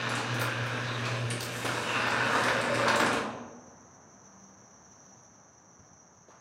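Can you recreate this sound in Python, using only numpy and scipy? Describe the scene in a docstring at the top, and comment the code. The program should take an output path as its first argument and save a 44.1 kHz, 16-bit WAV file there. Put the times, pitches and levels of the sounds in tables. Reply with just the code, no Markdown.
"""A squealing roller, a motor's hum and the rattle of a sectional garage door, heard from the driveway at night.
An electric opener pulls the door up: rollers chatter in their tracks and shake the panels, hinges clack
as the sections fold over the bend. The door stops, the garage rings out, and crickets trill over far traffic.
Hum, squeals and crickets are wavering sines; rattles, clacks and bumps are shaped noise and random contacts."""
import sys
import numpy as np
from scipy import signal
from scipy.fft import rfft, irfft, next_fast_len
from scipy.io import wavfile

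SR = 44100
rng = np.random.default_rng(int(sys.argv[2]) if len(sys.argv) > 2 else 0)


def master_out(mix):
    """Clip the mix to full scale and print it as 16-bit PCM to the path in sys.argv[1]."""
    frames = np.transpose(np.atleast_2d(mix))
    ceiling = np.clip(frames, -1, 1)
    pcm = np.round(ceiling * 32767).astype(np.int16)
    wavfile.write(sys.argv[1], SR, pcm)


N = 282284  # samples, 6.4 s
DOOR_STOP_S = 3.18

# The garage as a room: hz, t60_s, reverberant_share (of energy, 0 to 1)
GARAGE_ROOM = [(100, 1.4, 0.51), (300, 1.22, 0.58), (700, 1.29, 0.65), (1420, 0.74, 0.32),
               (3000, 0.64, 0.39), (8000, 0.46, 0.56), (15000, 0.16, 0.33)]


def amp(db):
    """Decibels to gain."""
    return 10 ** (np.asarray(db) / 20)


def rms_one(x):
    """Scale to rms 1."""
    return x / np.sqrt(np.mean(x ** 2) + 1e-20)


def seconds():
    """The time of every sample."""
    return np.arange(N) / SR


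def curve_in_time(rows):
    """A (time, value) curve at every sample."""
    times, values = np.transpose(rows)
    return np.interp(seconds(), times, values)


def at_hz(points, hz):
    """Read the second column of a table on a log-frequency axis."""
    points = np.array(points)
    return np.interp(np.log(hz + 1), np.log(points[:, 0]), points[:, 1])


def drift(rate_hz):
    """Slow chance with spread 1: noise through two equal poles, made at every 40th sample."""
    step = 40
    pole = np.exp(-2 * np.pi * step * rate_hz / SR)
    noise = rng.standard_normal(N // step + 2002)
    slow = signal.lfilter([1], [1, -2 * pole, pole * pole], noise)[2000:]  # drop the filter's start
    return np.interp(np.arange(N) / step, np.arange(len(slow)), rms_one(slow))


def coloured(x, spectrum):
    """Give a signal a smooth spectrum; rms 1."""
    size = next_fast_len(N + SR // 10)
    hz = np.arange(size // 2 + 1) * SR / size
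    return rms_one(irfft(rfft(x, size) * amp(at_hz(spectrum, hz)), size)[:N])


def band(x, low_hz, high_hz, order=3):
    """Butterworth band-pass."""
    edges_hz = [low_hz, min(high_hz, SR / 2 - 500)]
    sos = signal.butter(order, edges_hz, "band", fs=SR, output="sos")
    return signal.sosfilt(sos, x + 1e-18)


def resonance(x, hz, width_hz):
    """A two-pole resonance with gain 1 on top."""
    r = np.exp(-np.pi * width_hz / SR)
    top = np.array([1, 0, -1]) * (1 - r * r) / 2
    return signal.lfilter(top, [1, -2 * r * np.cos(2 * np.pi * hz / SR), r * r], x + 1e-18)


def turning(hz):
    """Phase of something that turns at a changing rate, from a random start."""
    return 2 * np.pi * (np.cumsum(hz) / SR + rng.random())


def swells(rows):
    """Gain of sounds that swell and fade smoothly; rows of middle_s, level_db, length_s."""
    t = seconds()
    return sum(amp(db) * np.exp(-(2 * (t - s) / length_s) ** 2) for s, db, length_s in rows)


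def dying(start_s, decay_s, rise_s=.001):
    """Envelope of a blow: quick rise, exponential fall."""
    age = np.maximum(seconds() - start_s, 0)
    return np.minimum(age / rise_s, 1) * np.exp(-np.minimum(age / decay_s, 50))


def contacts(per_s, spread_db):
    """Random small impacts of uneven size and either sign; rms 1."""
    sizes = amp(spread_db * np.minimum(rng.exponential(1, N), 3)) * rng.choice([-1, 1], N)
    return rms_one(sizes * (rng.random(N) < per_s / SR))


def night(drone_hz=195, whine_hz=2196, whine_db=-84):
    """Far traffic is coloured noise that recedes once the door stops; a drone and a faint whine are sines."""
    # Colour of far traffic: hz, level_db
    traffic_colour = [(25, -42), (40, -27), (58, -11.5), (100, 2), (140, 0), (190, 1.5), (300, -4),
                      (450, -6), (750, -3.5), (1100, -5.5), (1700, -12), (2500, -26), (4500, -40.5),
                      (8000, -39), (12000, -57.5), (16000, -55)]
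    # A far engine swells: middle_s, level_db, length_s
    drone_swells = [(4.44, -56.5, 0.48), (5.13, -60.5, 0.23)]
    fade_db_per_s = 1.75
    traffic_db = -55 - fade_db_per_s * np.maximum(seconds() - DOOR_STOP_S, 0)
    traffic = amp(traffic_db) * coloured(rng.standard_normal(N), traffic_colour)
    drone = swells(drone_swells) * np.sin(turning(drone_hz * (1 + 0.0075 * drift(2.72))))
    whine = amp(whine_db) * np.sin(turning(whine_hz + 3 * drift(6.2)))
    return traffic + drone + whine


def cricket(stroke_hz, wing_hz, wing_width_hz, unsteady=0.00079, flutter_db=-1.0):
    """Even wing strokes ring a narrow wing resonance: a buzzing cluster of lines, each fading in and out."""
    phase = turning(stroke_hz * (1 + unsteady * drift(2.6)))
    buzz = 0
    for k in range(33, 46):  # the stroke harmonics near the wing resonance
        response = 1 / (1 + (2 * (k * stroke_hz - wing_hz) / wing_width_hz) ** 2)
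        line = np.sin(k * phase + .6 * drift(3))
        buzz = buzz + response * amp(2.5 * drift(1.5)) * line
    return rms_one(buzz) * amp(flutter_db * drift(20))


def chirps(width_hz=130):
    """Single insect chirps: brief swells of a narrow, rough note cut from noise."""
    # Chirps: middle_s, level_db, pitch_hz, length_s
    chirp_rows = [(4.198, -66, 5900, 0.033), (5.235, -79, 9430, .035), (6.002, -61, 5780, 0.028)]
    noise = rng.standard_normal(N)
    out = 0
    for s, db, hz, length_s in chirp_rows:
        note = rms_one(band(noise, hz - width_hz / 2, hz + width_hz / 2, order=2))
        out = out + swells([(s, db, length_s)]) * note
    return out


def crickets(swell_db=-1.5, chorus_db=-64.5, chorus_swell_db=-2.2):
    """Three singers in front of a blurred, throbbing chorus of noise, all a little louder at first."""
    # Colour of the far crickets: hz, level_db
    chorus_colour = [(4500, -27), (5100, -31.5), (5480, -12.5), (5680, -6.5), (5850, 2), (6100, -4),
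                     (6450, -9.5), (6900, -18.5), (7100, -22.5), (7800, -43)]
    lower = amp(-67 + swell_db * drift(1.5)) * cricket(165.7, wing_hz=6200, wing_width_hz=220)
    higher = amp(-71 + swell_db * drift(1.5)) * cricket(165.5, wing_hz=6450, wing_width_hz=240)
    third = amp(-73) * cricket(162, wing_hz=5770, wing_width_hz=500)
    throb_db = chorus_swell_db * drift(0.93) + 1.5 * drift(30)
    chorus = amp(chorus_db + throb_db) * coloured(rng.standard_normal(N), chorus_colour)
    extra_at_start_db, settle_s = 5, 3.4
    louder_at_first = amp(extra_at_start_db * np.clip(1 - seconds() / settle_s, 0, 1))
    return louder_at_first * (lower + higher + third + chorus) + chirps()


def wall_echoes():
    """A diffuse tail from bare walls: bands of noise, each dying at its own rate."""
    t, tail = np.arange(2 * SR) / SR, 0
    edges_hz = np.geomspace(40, 18000, 14)
    for low, high in zip(edges_hz, edges_hz[1:]):
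        t60_s = at_hz(GARAGE_ROOM, np.sqrt(low * high))
        decay = amp(-60 * t / t60_s) * np.clip(t / .012, 0, 1)
        noise = band(rng.standard_normal(len(t)), low, high)
        tail = tail + noise * decay / np.sqrt(np.sum(decay ** 2))
    return tail


def garage(x, count=7):
    """The door travels through the room, so its sound passes from one echo pattern to the next."""
    size = next_fast_len(N + 2 * SR)
    hz = np.arange(size // 2 + 1) * SR / size
    wet = np.clip(at_hz(np.array(GARAGE_ROOM)[:, ::2], hz), 0, 1)  # share of energy
    place = np.clip(seconds() / DOOR_STOP_S, 0, 1) * (count - 1)
    echoes = 0
    for k in range(count):
        nearness = np.sqrt(np.clip(1 - np.abs(place - k), 0, 1))
        echoes = echoes + rfft(x * nearness, size) * rfft(wall_echoes(), size)
    direct = np.sqrt(1 - wet) * rfft(x, size)
    return irfft(direct + np.sqrt(wet) * echoes, size)[:N]


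def motor(hum_hz=119.6, trim_db=-1.0, waver_db=2.57, overtone_waver_db=3.0, overtone_db=-41):
    """Hum at twice the mains rate; overtones follow the load less, and each line wavers on its own."""
    # Load on the opener: time_s, hum_db (before the trim)
    load_curve = [(0.04, -39.5), (1.35, -35), (1.55, -43), (1.7, -41.5), (1.83, -47.5), (2.09, -43.5),
                  (2.73, -42.5), (2.76, -41.5), (3.2, -49.5)]
    # Lines of the hum: order (multiple of the hum pitch), level_db (added to the load)
    hum_lines = [(1, 2.5), (2, -9), (3, -17), (4, -21), (5, -15)]
    overtone_follows, run_down_db_per_s = .5, 42
    hum_db = curve_in_time(load_curve)
    phase = turning(np.full(N, hum_hz))
    usual_db = hum_db[:int(DOOR_STOP_S * SR)].mean()
    overtones_db = overtone_db + overtone_follows * (hum_db - usual_db)
    hum = 0
    for k, db in hum_lines:
        wobble, sway = .35 * drift(6), drift(11)
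        if k == 1:
            load_db, sway_db = hum_db + trim_db, waver_db
        else:
            load_db, sway_db = overtones_db, overtone_waver_db
        hum = hum + amp(db + load_db + sway_db * sway) * np.sin(k * phase + wobble)
    return hum * amp(-run_down_db_per_s * np.maximum(seconds() - DOOR_STOP_S, 0))


def bumps(rows, rise_s):
    """Soft blows, each a short noise burst in one broad band; rows of start_s, level_db, centre_hz, decay_s."""
    noise = rng.standard_normal(N)
    out = 0
    for s, db, hz, decay_s in rows:
        tone = rms_one(band(noise, hz / 2.04, hz * 1.48, order=2))
        out = out + amp(db) * dying(s, decay_s, rise_s) * tone
    return out


def panels(x):
    """The door answers with a broad colour and a few strong resonances; rms 1."""
    # Colour of the whole door: hz, level_db
    door_colour = [(35, -35), (60, -15.5), (90, -10), (165, -6), (250, -0.5), (380, -5.5), (570, -1.5),
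                   (760, -6.5), (1000, 2), (1700, -2), (2000, -12), (2500, -8), (3200, -15.5),
                   (8500, -28.5), (12500, -43), (16000, -49)]
    # Panel and track resonances: hz, width_hz, level_db (against the unresonant sound, before the colour)
    modes = [(244.5, 14, 2), (293, 13, -3.5), (470, 77, -2), (585, 110, -13), (1075, 18, -24),
             (1443, 80, -8.5), (1778, 46, -7.5), (2660, 48, -24), (3730, 220, -4.5), (7800, 140, -14.5),
             (9000, 130, -12.5), (11050, 350, -4.5), (12750, 450, -15)]
    ringing = sum(amp(db) * resonance(x, hz, width_hz) for hz, width_hz, db in modes)
    return coloured(x + ringing, door_colour)


def shaken(per_s, spread_db, low_hz, high_hz):
    """Random contacts heard through the panels in one band; rms 1."""
    return rms_one(band(panels(contacts(per_s, spread_db)), low_hz, high_hz))


def rollers(usual_db=-33, coast_s=0.026):
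    """Rollers chatter along the track: heavy bumps shake the panels, finer contacts rattle and hiss, hinges rub."""
    # How hard the rollers run in their tracks: time_s, effort_db
    rolling_curve = [(0.04, -31), (0.32, -38), (0.41, -34), (0.58, -39), (1.15, -36.5), (1.23, -46),
                     (1.61, -41), (1.67, -32.5), (1.92, -36), (1.95, -29.5), (2.43, -28.5), (2.68, -34),
                     (2.91, -25.5), (3.15, -32)]
    # A dry hinge rubs as it folds: middle_s, level_db, length_s
    hinge_rubs = [(1.12, -71, 0.31), (1.57, -50.5, 0.099), (1.77, -49.5, 0.45), (2.4, -49, 0.29),
                  (2.79, -54, 0.13)]
    effort_db = curve_in_time(rolling_curve) - usual_db
    overhead = np.clip(seconds() / DOOR_STOP_S, 0, 1) ** 2.0  # sections come to lie overhead
    # level at the usual rolling + dB per dB of effort + gain overhead
    rumble_gain = amp(-40 + 0.31 * effort_db + 7 * overhead)
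    rattle_gain = amp(-35.5 + 1.21 * effort_db)
    hiss_gain = amp(-36.5 + 0.56 * effort_db)
    rub_gain = amp(-59 + 0.067 * effort_db + 6 * overhead) + swells(hinge_rubs)
    rumble = rumble_gain * shaken(per_s=700, spread_db=2.0, low_hz=40, high_hz=713)
    rattle = rattle_gain * shaken(per_s=330, spread_db=2.5, low_hz=612, high_hz=1940)
    hiss = hiss_gain * shaken(per_s=1200, spread_db=-1.0, low_hz=1838, high_hz=6200)
    rub = rub_gain * shaken(per_s=1100, spread_db=0.5, low_hz=6400, high_hz=20000)
    coasting = np.exp(-np.clip((seconds() - DOOR_STOP_S) / coast_s, 0, 50))
    return (rumble + rattle + hiss + rub) * amp(0.3 * drift(17)) * coasting


def squeals(roughness=0.07, trim_db=4.0):
    """A dragging roller sets the track singing roughly; the pitch slides as the roller travels."""
    # Rollers singing: start_s, end_s, start_hz, end_hz, level_db (before the trim)
    squeal_rows = [(0.0, 0.287, 940, 780, -48), (0.248, 0.917, 1609, 1541, -44),
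                   (0.836, 0.976, 3750, 3840, -48), (1.034, 1.109, 2527, 2400, -44),
                   (1.5, 1.677, 12200, 12700, -60), (1.818, 2.04, 2905, 2608, -42),
                   (1.94, 2.491, 1624, 1470, -39.5), (2.297, 3.104, 591.8, 544.2, -38.5)]
    t, out = seconds(), np.zeros(N)
    for start, end, from_hz, to_hz, db in squeal_rows:
        swell = np.sqrt(np.abs(np.sin(np.pi * np.clip((t - start) / (end - start), 0, 1))))
        phase = turning(np.interp(t, [start, end], [from_hz, to_hz]))
        rough_hz = roughness * from_hz
        rough_note = drift(rough_hz) * np.sin(phase) + drift(rough_hz) * np.cos(phase)
        out += amp(db + trim_db) * swell * rough_note
    return out


def steel_ring(chatter, ring_hz, ring_width_hz=1100, count=12):
    """One main ring and a few stray ones, different for every clack."""
    stray_hz = rng.uniform(2500, 9000, count)
    stray = sum(resonance(chatter, hz, 200) for hz in stray_hz)
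    main = resonance(chatter, ring_hz, ring_width_hz)
    return amp(-7.0) * rms_one(main) + amp(-18.5) * rms_one(stray)


def clacks(decay_s=0.011, knock_s=0.028, sizzle_s=0.016, rise_s=0.0027):
    """A hinge snaps over in a burst of contacts: steel clacks and rings, and the panel behind it knocks."""
    # Hinge clacks: start_s, strength_db, ring_hz, knock_db and sizzle_db (against strength);
    # each part is trimmed again below
    clack_rows = [(0.09, -28.5, 10100, 3, -19), (0.15, -31, 7140, 7.5, -19), (0.341, -32, 10200, 9.5, -16),
                  (0.394, -35, 9700, -4, -2), (0.409, -31, 4580, 14, -1), (0.66, -41, 9800, 9, -8),
                  (1.301, -24, 8800, -7, -41), (1.404, -29, 4470, 0, -7), (1.426, -31, 4300, -11, -4),
                  (1.647, -28.5, 9000, 8, -11), (2.067, -38, 4500, 2, -7), (2.103, -34.5, 4660, 10, -23),
                  (2.35, -33, 4620, 25, -33), (2.434, -27.5, 4580, 1, -18), (2.611, -31.5, 7800, -1, -18),
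                  (2.743, -32, 4570, 8, -19), (2.877, -29.5, 4100, 11, -25), (2.955, -26.5, 7540, -2, -11),
                  (2.999, -31.5, 5160, 3, -4), (3.06, -30, 4870, 3, -33), (3.129, -31.5, 8000, -2.5, -13)]
    clack, knock, sizzle, ring = np.zeros((4, N))
    chatter = contacts(per_s=3100, spread_db=-1.0)
    for s, db, ring_hz, knock_db, sizzle_db in clack_rows:
        burst = amp(db) * dying(s, decay_s, rise_s)
        span = slice(int(s * SR), int(s * SR) + SR // 5)  # 0.2 s holds the whole ring
        clack += burst
        ring[span] += burst[span] * steel_ring(chatter[span], ring_hz)
        knock += amp(db + knock_db) * dying(s, knock_s, rise_s)
        sizzle += amp(db + sizzle_db) * dying(s, sizzle_s, rise_s)
    steel = amp(-6.5) * clack * rms_one(band(chatter, 1000, 10860)) + ring
    steel = band(steel, 1000, 10300, order=8)
    fine_grit = rms_one(band(chatter, 9500, 15000, order=2))
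    panel_knock = rms_one(band(panels(chatter), 160, 2500))
    return steel + amp(-7.0) * sizzle * fine_grit + amp(-16) * knock * panel_knock


def ragged(x, low_patchy_db=0.5, high_patchy_db=3.0, changes_per_s=14, count=32):
    """As the contact points move, ever different groups of modes are favoured."""
    size = next_fast_len(N + SR // 10)
    spectrum, out = rfft(x, size), 0
    place = np.sqrt(np.linspace(0, 1, len(spectrum))) * (count - 1)  # groups widen with frequency
    for k, patchy_db in enumerate(np.linspace(low_patchy_db, high_patchy_db, count)):
        group = irfft(spectrum * np.clip(1 - np.abs(place - k), 0, 1), size)[:N]
        out = out + group * rms_one(amp(patchy_db * np.clip(drift(changes_per_s), -2, 2)))
    return out


def scene():
    """The door sounds through the garage; motor, night and nearby taps reach the driveway without its echoes."""
    # Small taps nearby: start_s, level_db, centre_hz, decay_s
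    tap_rows = [(5.14, -56.5, 700, .02), (5.525, -75, 4500, .02), (5.79, -51, 160, 0.025),
                (5.909, -56, 115, 0.033), (6.28, -50, 530, 0.017), (6.28, -71, 3000, 0.073),
                (6.3, -56.5, 1050, 0.15)]
    # Panels bumping as they fold: start_s, level_db, centre_hz, decay_s
    panel_bumps = [(0.17, -34.5, 3620, 0.023), (0.18, -35.5, 346, 0.041), (0.412, -27, 1310, 0.011),
                   (1.05, -35.5, 3340, .035), (1.075, -32.5, 446, 0.026), (1.304, -30.5, 2680, 0.024),
                   (1.333, -30, 300, 0.012), (1.645, -26.5, 490, 0.022), (1.652, -30, 2500, 0.015),
                   (2.48, -21.5, 1700, 0.017), (2.879, -23.5, 3230, 0.016), (2.995, -20.5, 1320, 0.023),
                   (3.0, -28, 300, 0.034)]
    background = night() + crickets() + bumps(tap_rows, rise_s=0.0047)
    moving_door = ragged(rollers() + clacks()) + squeals() + bumps(panel_bumps, rise_s=0.0052)
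    return (background + motor() + garage(moving_door))[None, :]


def record(dry):
    """The microphone drops the deepest bass, and the top is cut steeply."""
    bass_cut = signal.butter(2, 40, "high", fs=SR, output="sos")
    top_cut = signal.ellip(12, .1, 80, 15800, fs=SR, output="sos")  # 0.1 dB ripple, 80 dB down
    return signal.sosfilt(top_cut, signal.sosfilt(bass_cut, dry))


dry = scene()
out = record(dry)
master_out(out)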